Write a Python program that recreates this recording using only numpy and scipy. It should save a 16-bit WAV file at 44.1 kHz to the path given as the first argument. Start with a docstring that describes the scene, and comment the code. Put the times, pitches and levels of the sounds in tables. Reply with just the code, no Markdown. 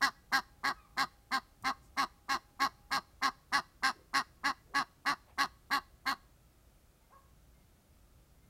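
"""A goose on a wooden jetty gives twenty short, hoarse honks up close, then falls silent.
Each honk is an arch of rough syrinx pulses ringing through its throat and open bill; the boards
and the lake shore answer. A soft thump and a sharp tick are likely a footstep on the boards.
Other water birds call faintly, water laps, and a low outdoor rumble with a soft hiss lies under it all."""
import sys
import numpy as np
from scipy import signal
from scipy.fft import rfft, irfft, next_fast_len
from scipy.io import wavfile
from scipy.ndimage import map_coordinates

SR = 44100
rng = np.random.default_rng(int(sys.argv[2]) if len(sys.argv) > 2 else 0)


def put_to_file(sound):
    """Save the sound as 16-bit audio at rate SR, in the file named by the first command-line argument."""
    columns = np.atleast_2d(sound).T  # one column per channel
    safe = np.clip(columns, -1, 1)
    whole_steps = np.round(safe * 32767)
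    wavfile.write(sys.argv[1], SR, whole_steps.astype(np.int16))


N = 374409

# The outdoor bed. Each row: frequency in Hz, relative noise density in dB.
AIR_COLOUR = [(12, -49), (20, -11.5), (56, -1), (93, -11), (133, -11), (203, -18), (375, -22.5),
              (408, -27.5), (570, -25.5), (1080, -34.5), (1250, -30.5), (1790, -37.5), (2120, -37.5),
              (2960, -39.5), (15800, -42)]
# A faint far tone. Each row: time in seconds, pitch in Hz, level in dB.
WHINE_PATH = [(0, 823, -84), (.6, 823, -77), (1.6, 806, -82.5), (2.9, 820, -73), (3.1, 816, -75)]
# The goose's cues. Each row: start in seconds, length in seconds, pitch near the top of the arch
# in Hz, level in dB, gape of the bill from 0 to 1, harshness from 0 to 1.
HONK_CUES = [(.0088, 0.086, 272.8, -33.5, 1, 0.88), (0.3173, .084, 276, -33.5, 0.86, 0.76),
             (0.6332, 0.088, 279.8, -34, 0.46, 0.28), (0.9667, 0.084, 271.4, -34, 0.35, 0.7),
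             (1.309, 0.079, 269.2, -35.5, 0.36, .6), (1.637, 0.08, 276.8, -34, 0.02, 0.19),
             (1.965, .086, 275.9, -33.5, 0.01, 0.38), (2.2837, .087, 276.9, -34.5, 0.13, 0.53),
             (2.5928, 0.086, 280, -33.5, 0.2, 0.49), (2.9063, 0.086, 278.5, -34, 0.08, 0.64),
             (3.214, 0.082, 279, -33, 0.25, 0.49), (3.5188, 0.086, 278.2, -33.5, 0.7, .7),
             (3.8244, 0.088, 272, -34.2, 0.8, 0.87), (4.1322, 0.086, 277.2, -33.6, 0.68, .75),
             (4.4341, .087, 285, -34, 0.56, 0.38), (4.7376, 0.092, 279, -34, 0.43, 0.4),
             (5.0518, 0.09, 282, -34, 0.63, 0.42), (5.3759, 0.084, 277.9, -34, 0.58, 0.7),
             (5.7029, 0.088, 278.8, -33.5, 0.51, 0.53), (6.055, 0.083, 276.1, -35, 0.5, 0.62)]
# The voice's body, bite and fizz. Each row: frequency in Hz, relative gain in dB.
THROAT_COLOUR = [(60, -65.5), (150, -7.5), (275, -15.5), (345, -4.5), (420, -16), (490, -40.5), (620, -14),
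                 (800, -7.5), (930, -7), (1120, 0.5), (1250, -2.5), (1380, -17.5), (1550, -23), (2400, -59)]
RASP_COLOUR = [(1700, -50), (2450, -18), (2780, -5), (3080, -15), (3380, -10), (3680, -14), (4000, -2),
               (4200, 0), (4450, -4), (4800, -15), (5400, -26), (7000, -50)]
HISS_COLOUR = [(4000, -45), (5800, -3.5), (6500, -1), (7300, -0.5), (7900, -3.5), (8800, -1.5),
               (9900, -7.5), (10900, -9), (12500, -11.5), (14000, -13.5), (16000, -20)]
# Tunable resonances. Each row: frequency as a multiple of the centre, relative gain in dB.
BILL_COLOUR = [(.45, -27), (.74, -32), (.85, 5.5), (.93, 7.5), (1.03, 0), (1.12, 6.5), (1.24, -8.5),
               (1.38, -17.5), (2, -62)]
UPPER_RASP_COLOUR = [(.75, -50), (.9, -18), (.96, -3), (1, 0), (1.05, -1), (1.1, -1), (1.14, -7),
                     (1.19, -22), (1.6, -50)]
# The treble drifts over the run. Each row: time in seconds, upper rasp trim in dB, its centre in Hz,
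# hiss peak in Hz, trim of the lowest rasp resonance in dB.
TREBLE_DRIFT = [(0, 0, 5100, 13000, -3.5), (1.2, -3, 4930, 12500, -5), (1.8, -0.5, 5240, 13000, 2.5),
                (2.8, -1, 5070, 12500, -2), (3.6, 0, 5050, 10650, 2), (5, -1, 5120, 11000, 3.5),
                (5.5, -6, 5080, 11900, -1), (6.1, -8, 4780, 12200, -1)]
# The shore's tail. Each row: frequency in Hz, time to fall 60 dB in seconds.
SHORE_DECAY = [(300, 0.41), (1200, 0.51), (5000, 0.44), (12000, 0.38)]
# Far calls. Each row: start in seconds, length in seconds, first and last pitch in Hz, mid-call dB.
SQUEAL_CUE = (.74, .15, 1280, 960, -63.5)
WHISTLE_CUE = (7, 0.06, 850, 954, -77)
PEEP_CUES = [(7.025, .05, 2090, 2115, -80), (7.535, 0.047, 2110, 2120, -82), (8.41, .05, 2115, 2110, -82)]
HOOT_CUE = (7.1, .088, 330, 535, -60)
# The hoot's harmonics, lowest first. Each row: frequency and width in Hz (unused), relative level in dB.
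HOOT_HARMONICS = [(533, 25, -10), (1070, 27, 0), (1610, 22, -11.5), (2120, 37, -26), (2680, 43, -25)]
# The soft low thump of a step on the boards, then small water laps.
# Each row: start in seconds, length in seconds, mid-swell level in dB, band centre in Hz.
STEP_AND_LAP_CUES = [(1.57, 0.12, -56.5, 119), (1.795, 0.11, -72, 6940), (3.891, 0.2, -63.5, 347),
                     (4.625, 0.2, -65, 424), (5.237, .12, -65, 715), (5.246, 0.11, -73, 2070)]
# A sharp tick on the boards. Each row: start in seconds, peak in dB before a 6 dB cut.
TICK_CUES = [(1.6249, -39.5)]

# From gape 0 to gape 1: the bill rings louder and lower, the weight comes earlier, the hiss peaks more.
BILL_DB, BILL_HZ, TILT_DB, HISS_PEAK_DB = (-5, 1.3), (1864, 1750), (0.5, -5.5), (6, 12.5)
# From harshness 0 to 1: rasp and hiss against the throat, upper rasp against the lower.
RASP_DB, HISS_DB, UPPER_DB = (-10.5, -3.5), (-23.5, -14), (-6, -1)
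# Envelopes. Each: starting dip in dB, attack in seconds, hold as a share of the honk, release in dB.
THROAT_SHAPE, BILL_SHAPE = (17.1, 0.01, 0.79, 11.4), (43, 0.0051, .3, 16.8)
RASP_SHAPE, HISS_SHAPE = (83, 0.0049, .48, 14.5), (35, 0.0078, .4, 18)
RISE_SHARE, RISE_S = .39, .008  # the pitch scoops up from this share low, with this time constant
DROOP_FROM, DROOP_SHARE, DROOP_BEND = 0.49, .32, 2.7  # late in the honk it sags ever faster
RUMBLE_DB, TOP_HZ = -64.5, 15850


def amp(db):
    """Decibels to gain."""
    return 10 ** (np.asarray(db) / 20)


def unit(x):
    """Scale to rms 1."""
    return x / np.sqrt(np.mean(x ** 2) + 1e-20)


def between(ends, share):
    """The value a share of the way from one end to the other."""
    return ends[0] + (ends[1] - ends[0]) * share


def along(points, hz):
    """Read (Hz, value) points on a log axis."""
    freqs, values = np.transpose(points)
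    return np.interp(np.log(np.maximum(hz, min(freqs))), np.log(freqs), values)


def curves(rows, at):
    """Read each column after the first at the given times."""
    times, *columns = np.transpose(rows)
    return [np.interp(at, times, column) for column in columns]


def wobble(rate, count):
    """A smooth random curve with rate knots a second."""
    return map_coordinates(rng.standard_normal(int(count * rate / SR) + 4),
                           [np.arange(count) * rate / SR])


def add(track, start, x):
    """Mix x into the track at start seconds."""
    i = max(0, round(start * SR))
    track[i:i + len(x)] += x[:max(0, len(track) - i)]


def filtered(x, gain):
    """EQ x with a gain that is a function of Hz."""
    size = next_fast_len(len(x) + 8192)
    return irfft(rfft(x, size) * gain(np.fft.rfftfreq(size, 1 / SR)), size)[:len(x)]


def tone(hz, harmonics_db, waver):
    """A wavering stack of harmonics that follows hz, at rms 1."""
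    phase = 2 * np.pi * np.cumsum(hz * (1 + waver * wobble(120, len(hz)))) / SR
    return unit(sum(amp(db) * np.sin(k * phase) for k, db in enumerate(harmonics_db, 1)))


def air():
    """The bed: distant rumble under a smooth hiss, with a faint whine for the first three seconds."""
    t = np.arange(N) / SR
    noise = unit(filtered(rng.standard_normal(N), lambda hz: amp(along(AIR_COLOUR, hz))))
    rumble = filtered(noise, lambda hz: 1 / (1 + (hz / 400) ** 2))
    hiss = amp(-60) * (noise - rumble)
    whine_hz, whine_db = curves(WHINE_PATH, t)
    whine = amp(whine_db) * tone(whine_hz, [0], waver=.011) * (t < WHINE_PATH[-1][0])
    return amp(RUMBLE_DB + 0.74 * wobble(2.81, N)) * unit(rumble) + hiss + whine


def syrinx(t, length, pitch_hz):
    """Times and accents of the membrane beats in one honk; slack membranes beat slowly and unevenly."""
    late = np.clip((t / length - DROOP_FROM) / (1 - DROOP_FROM), 0, 1)
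    slack = RISE_SHARE * np.exp(-t / RISE_S) + DROOP_SHARE * late ** DROOP_BEND
    waver = (.013 + .15 * slack) * wobble(70, len(t))
    slide = .06 * rng.standard_normal() * (t / length - .5)
    cycles = np.cumsum(pitch_hz * (1 - slack) * (1 + waver + slide)) / SR
    beat = np.arange(int(np.interp(length, t, cycles)) + 1)
    times = np.interp(beat, cycles, t)
    # every second beat is weaker and late, more so in some honks than in others
    limp = (-1) ** beat * rng.uniform(.4, 1.3) * rng.choice([-1, 1])
    jitter = (.00002 + .0002 * np.interp(times, t, slack)) * rng.standard_normal(len(beat))
    accents = .8 * limp + .6 * rng.standard_normal(len(beat))
    return np.sort(np.abs(times + jitter - .00003 * limp)), accents


def envelope(t, length, onset_db, attack_s, hold, release_db):
    """Attack, hold and an ever steeper release, in dB."""
    release = np.clip((t / length - hold) / max(1 - hold, .01), 0, 1)
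    return -onset_db * np.exp(-t / attack_s) - release_db * release ** 2


def pulse_train(times, sizes, count):
    """Band-limited pulses that can land between samples."""
    places = times[:, None] * SR
    taps = np.floor(places).astype(int) + np.arange(-7, 9)
    offset = taps - places
    shape = np.sinc(offset) * np.cos(np.pi * offset / 16) ** 2
    return np.bincount(np.clip(taps, 0, count - 1).ravel(), (shape * sizes[:, None]).ravel(), count)


def resonate(x, colour, scale=1, size=2048):
    """Ring x through a minimum-phase filter of the given colour, its frequencies times scale."""
    gain = amp(along(colour, np.fft.rfftfreq(size, 1 / SR) / scale))
    cepstrum = irfft(np.log(gain))
    cepstrum[1:size // 2] *= 2
    cepstrum[size // 2 + 1:] = 0
    ring = irfft(np.exp(rfft(cepstrum)))
    return signal.fftconvolve(x, ring)[:len(x)]


def honk(start, length, pitch_hz, level_db, gape, harsh, puff_s=0.0028):
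    """Slow creaky pulses speed up to a hoarse note and sag again as the bill closes."""
    count = int((length + .03) * SR)
    t = np.arange(count) / SR
    times, accents = syrinx(t, length, pitch_hz)
    tilt_db = between(TILT_DB, gape) * times / length
    # each opening lets out a short puff of turbulent air
    last_beat = np.maximum(np.searchsorted(times, t) - 1, 0)
    puff_gate = np.exp(-np.abs(t - times[last_beat]) / puff_s)
    # the membranes slap a second time at a loose moment within each beat
    slaps = times + rng.uniform(.2, .7, len(times)) / pitch_hz
    shut = np.clip(2.5 * t / length - 1, 0, 1)

    def voice(colour, shape, breath, slap, accent_db, scale=1, drop=0):
        """Pulses and puffs ring one part of the airway, tuned down by the share drop as the bill shuts."""
        sizes = amp(accent_db * accents + tilt_db + envelope(times, length, *shape))
        pulses = unit(pulse_train(times, sizes, count) + slap * pulse_train(slaps, sizes, count))
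        puffs = unit(puff_gate * sizes[last_beat] * rng.standard_normal(count))
        flow = np.sqrt(1 - breath) * pulses + np.sqrt(breath) * puffs
        opened = resonate(flow * (1 - shut), colour, scale)
        closed = resonate(flow * shut, colour, scale * (1 - drop))
        return unit(opened + closed) * np.sqrt(length / t[-1])

    # the highest resonances of the mouth shift from honk to honk
    upper_db, upper_hz, peak_hz, lowest_db = curves(TREBLE_DRIFT, start)
    rasp_colour = [(hz, db + lowest_db * (hz < 3000)) for hz, db in RASP_COLOUR]
    mouth_hz = np.arange(4000, 16001, 300)
    peak_db = between(HISS_PEAK_DB, gape) * np.exp(-((mouth_hz - peak_hz) / 700) ** 2)
    mouth_db = along(HISS_COLOUR, mouth_hz) + peak_db + 3 * rng.standard_normal(len(mouth_hz))

    throat = voice(THROAT_COLOUR, THROAT_SHAPE, breath=.035, slap=.06, accent_db=1.1)
    bill = voice(BILL_COLOUR, BILL_SHAPE, breath=.06, slap=.32, accent_db=1.2,
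                 scale=between(BILL_HZ, gape), drop=.06)
    lower = voice(rasp_colour, RASP_SHAPE, breath=.2, slap=.75, accent_db=2.2)
    upper = voice(UPPER_RASP_COLOUR, RASP_SHAPE, breath=.25, slap=.8, accent_db=2.4, scale=upper_hz)
    hiss = voice(np.c_[mouth_hz, mouth_db], HISS_SHAPE, breath=.55, slap=.8, accent_db=3.2)
    upper_gain = amp(between(UPPER_DB, harsh) + upper_db)
    rasp = (lower + upper_gain * upper) / np.hypot(1, upper_gain)
    edge = amp(between(RASP_DB, harsh)) * rasp + amp(between(HISS_DB, harsh)) * hiss
    return amp(level_db) * (throat + amp(between(BILL_DB, gape)) * bill + edge)


def goose():
    """The run of honks, about three a second."""
    out = np.zeros(N)
    for start, *call in HONK_CUES:
        add(out, start, honk(start, *call))
    return out


def echo(x, decay, colour):
    """Diffuse reflections, a fresh tail for each honk, every frequency dying at its own speed."""
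    out = np.zeros(N)
    cuts = [0] + [int(row[0] * SR) for row in HONK_CUES[1:]] + [N]
    for begin, end in zip(cuts, cuts[1:]):
        hz, t, noise = signal.stft(rng.standard_normal(SR * 3 // 4), SR, nperseg=256)
        fade = amp(along(colour, hz)[:, None] - 60 * t / along(decay, hz)[:, None])
        bloom = 1 - np.exp(-t / 0.0014)
        tail = signal.istft(noise * fade * bloom, SR, nperseg=256)[1]
        add(out, begin / SR, signal.fftconvolve(x[begin:end], tail / np.linalg.norm(tail)))
    return out


def cry(cue, harmonics_db, waver, glide=1, bend=1, rough=0):
    """One far call swells and fades, sliding to its last note within the share glide of its length."""
    start, length, first_hz, last_hz, db = cue
    progress = np.linspace(0, 1, int(length * SR))
    hz = between((first_hz, last_hz), np.minimum(progress / glide, 1) ** bend)
    call = amp(db) * np.sin(np.pi * progress) * tone(hz, harmonics_db, waver)
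    out = np.zeros(N)
    add(out, start, call * (1 + rough * wobble(460, len(call))))
    return out


def far_birds():
    """Across the water: a falling squeal, later a rising whistle, thin peeps and a scooping hoot."""
    hoot = cry(HOOT_CUE, [db for _, _, db in HOOT_HARMONICS], waver=.02, glide=.3, bend=2, rough=.4)
    squeal = cry(SQUEAL_CUE, [0, -12, -24, -26], waver=.03, bend=2.4)
    whistle = cry(WHISTLE_CUE, [0], waver=0.0083)
    peeps = sum(cry(cue, [0], waver=0) for cue in PEEP_CUES)
    return squeal + whistle + peeps + hoot


def step_and_laps():
    """A step's low thump on the boards, then small water laps: each a soft, grainy swell of noise."""
    out = np.zeros(N)
    for start, length, db, centre_hz in STEP_AND_LAP_CUES:
        count = int(length * SR)
        grains = rng.standard_normal(count) * amp(1.4 * wobble(163, count))
        band = filtered(grains, lambda hz: np.exp(-(np.log((hz + 1) / centre_hz) / .5) ** 2))
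        add(out, start, amp(db) * unit(band) * np.hanning(count))
    return out


def board_tick(t60_s=0.042):
    """A sharp tick, likely a footstep on the jetty boards: a bright, fast-dying snap of noise."""
    out = np.zeros(N)
    t = np.arange(SR // 30) / SR
    for start, db in TICK_CUES:
        burst = rng.standard_normal(len(t)) * amp(-60 * t / t60_s)
        snap = filtered(burst, lambda hz: amp(along([(2000, -17), (8000, 1), (15000, -5)], hz)))
        add(out, start, amp(db - 6) * snap / np.abs(snap).max())
    return out


def scene():
    """The goose sits up front, almost dry; the far birds are washed in shore echo."""
    near = goose() + board_tick()
    far = far_birds()
    jetty = amp(-16.5) * echo(near, decay=[(300, 0.084), (5000, 0.099)],
                              colour=[(300, -0.5), (1200, -0.5), (5000, -8.5), (12000, -9)])
    shore_send = amp(-24.5) * near + amp(1.0) * far
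    shore = echo(shore_send, SHORE_DECAY, colour=[(300, -5), (1200, -5), (5000, -0.5), (12000, 0.5)])
    return (near + far + jetty + shore + step_and_laps() + air())[None]


def record(dry):
    """A brick-wall high cut on the mono mix."""
    return filtered(dry[0], lambda hz: hz < TOP_HZ)[None]


dry = scene()
out = record(dry)
put_to_file(out)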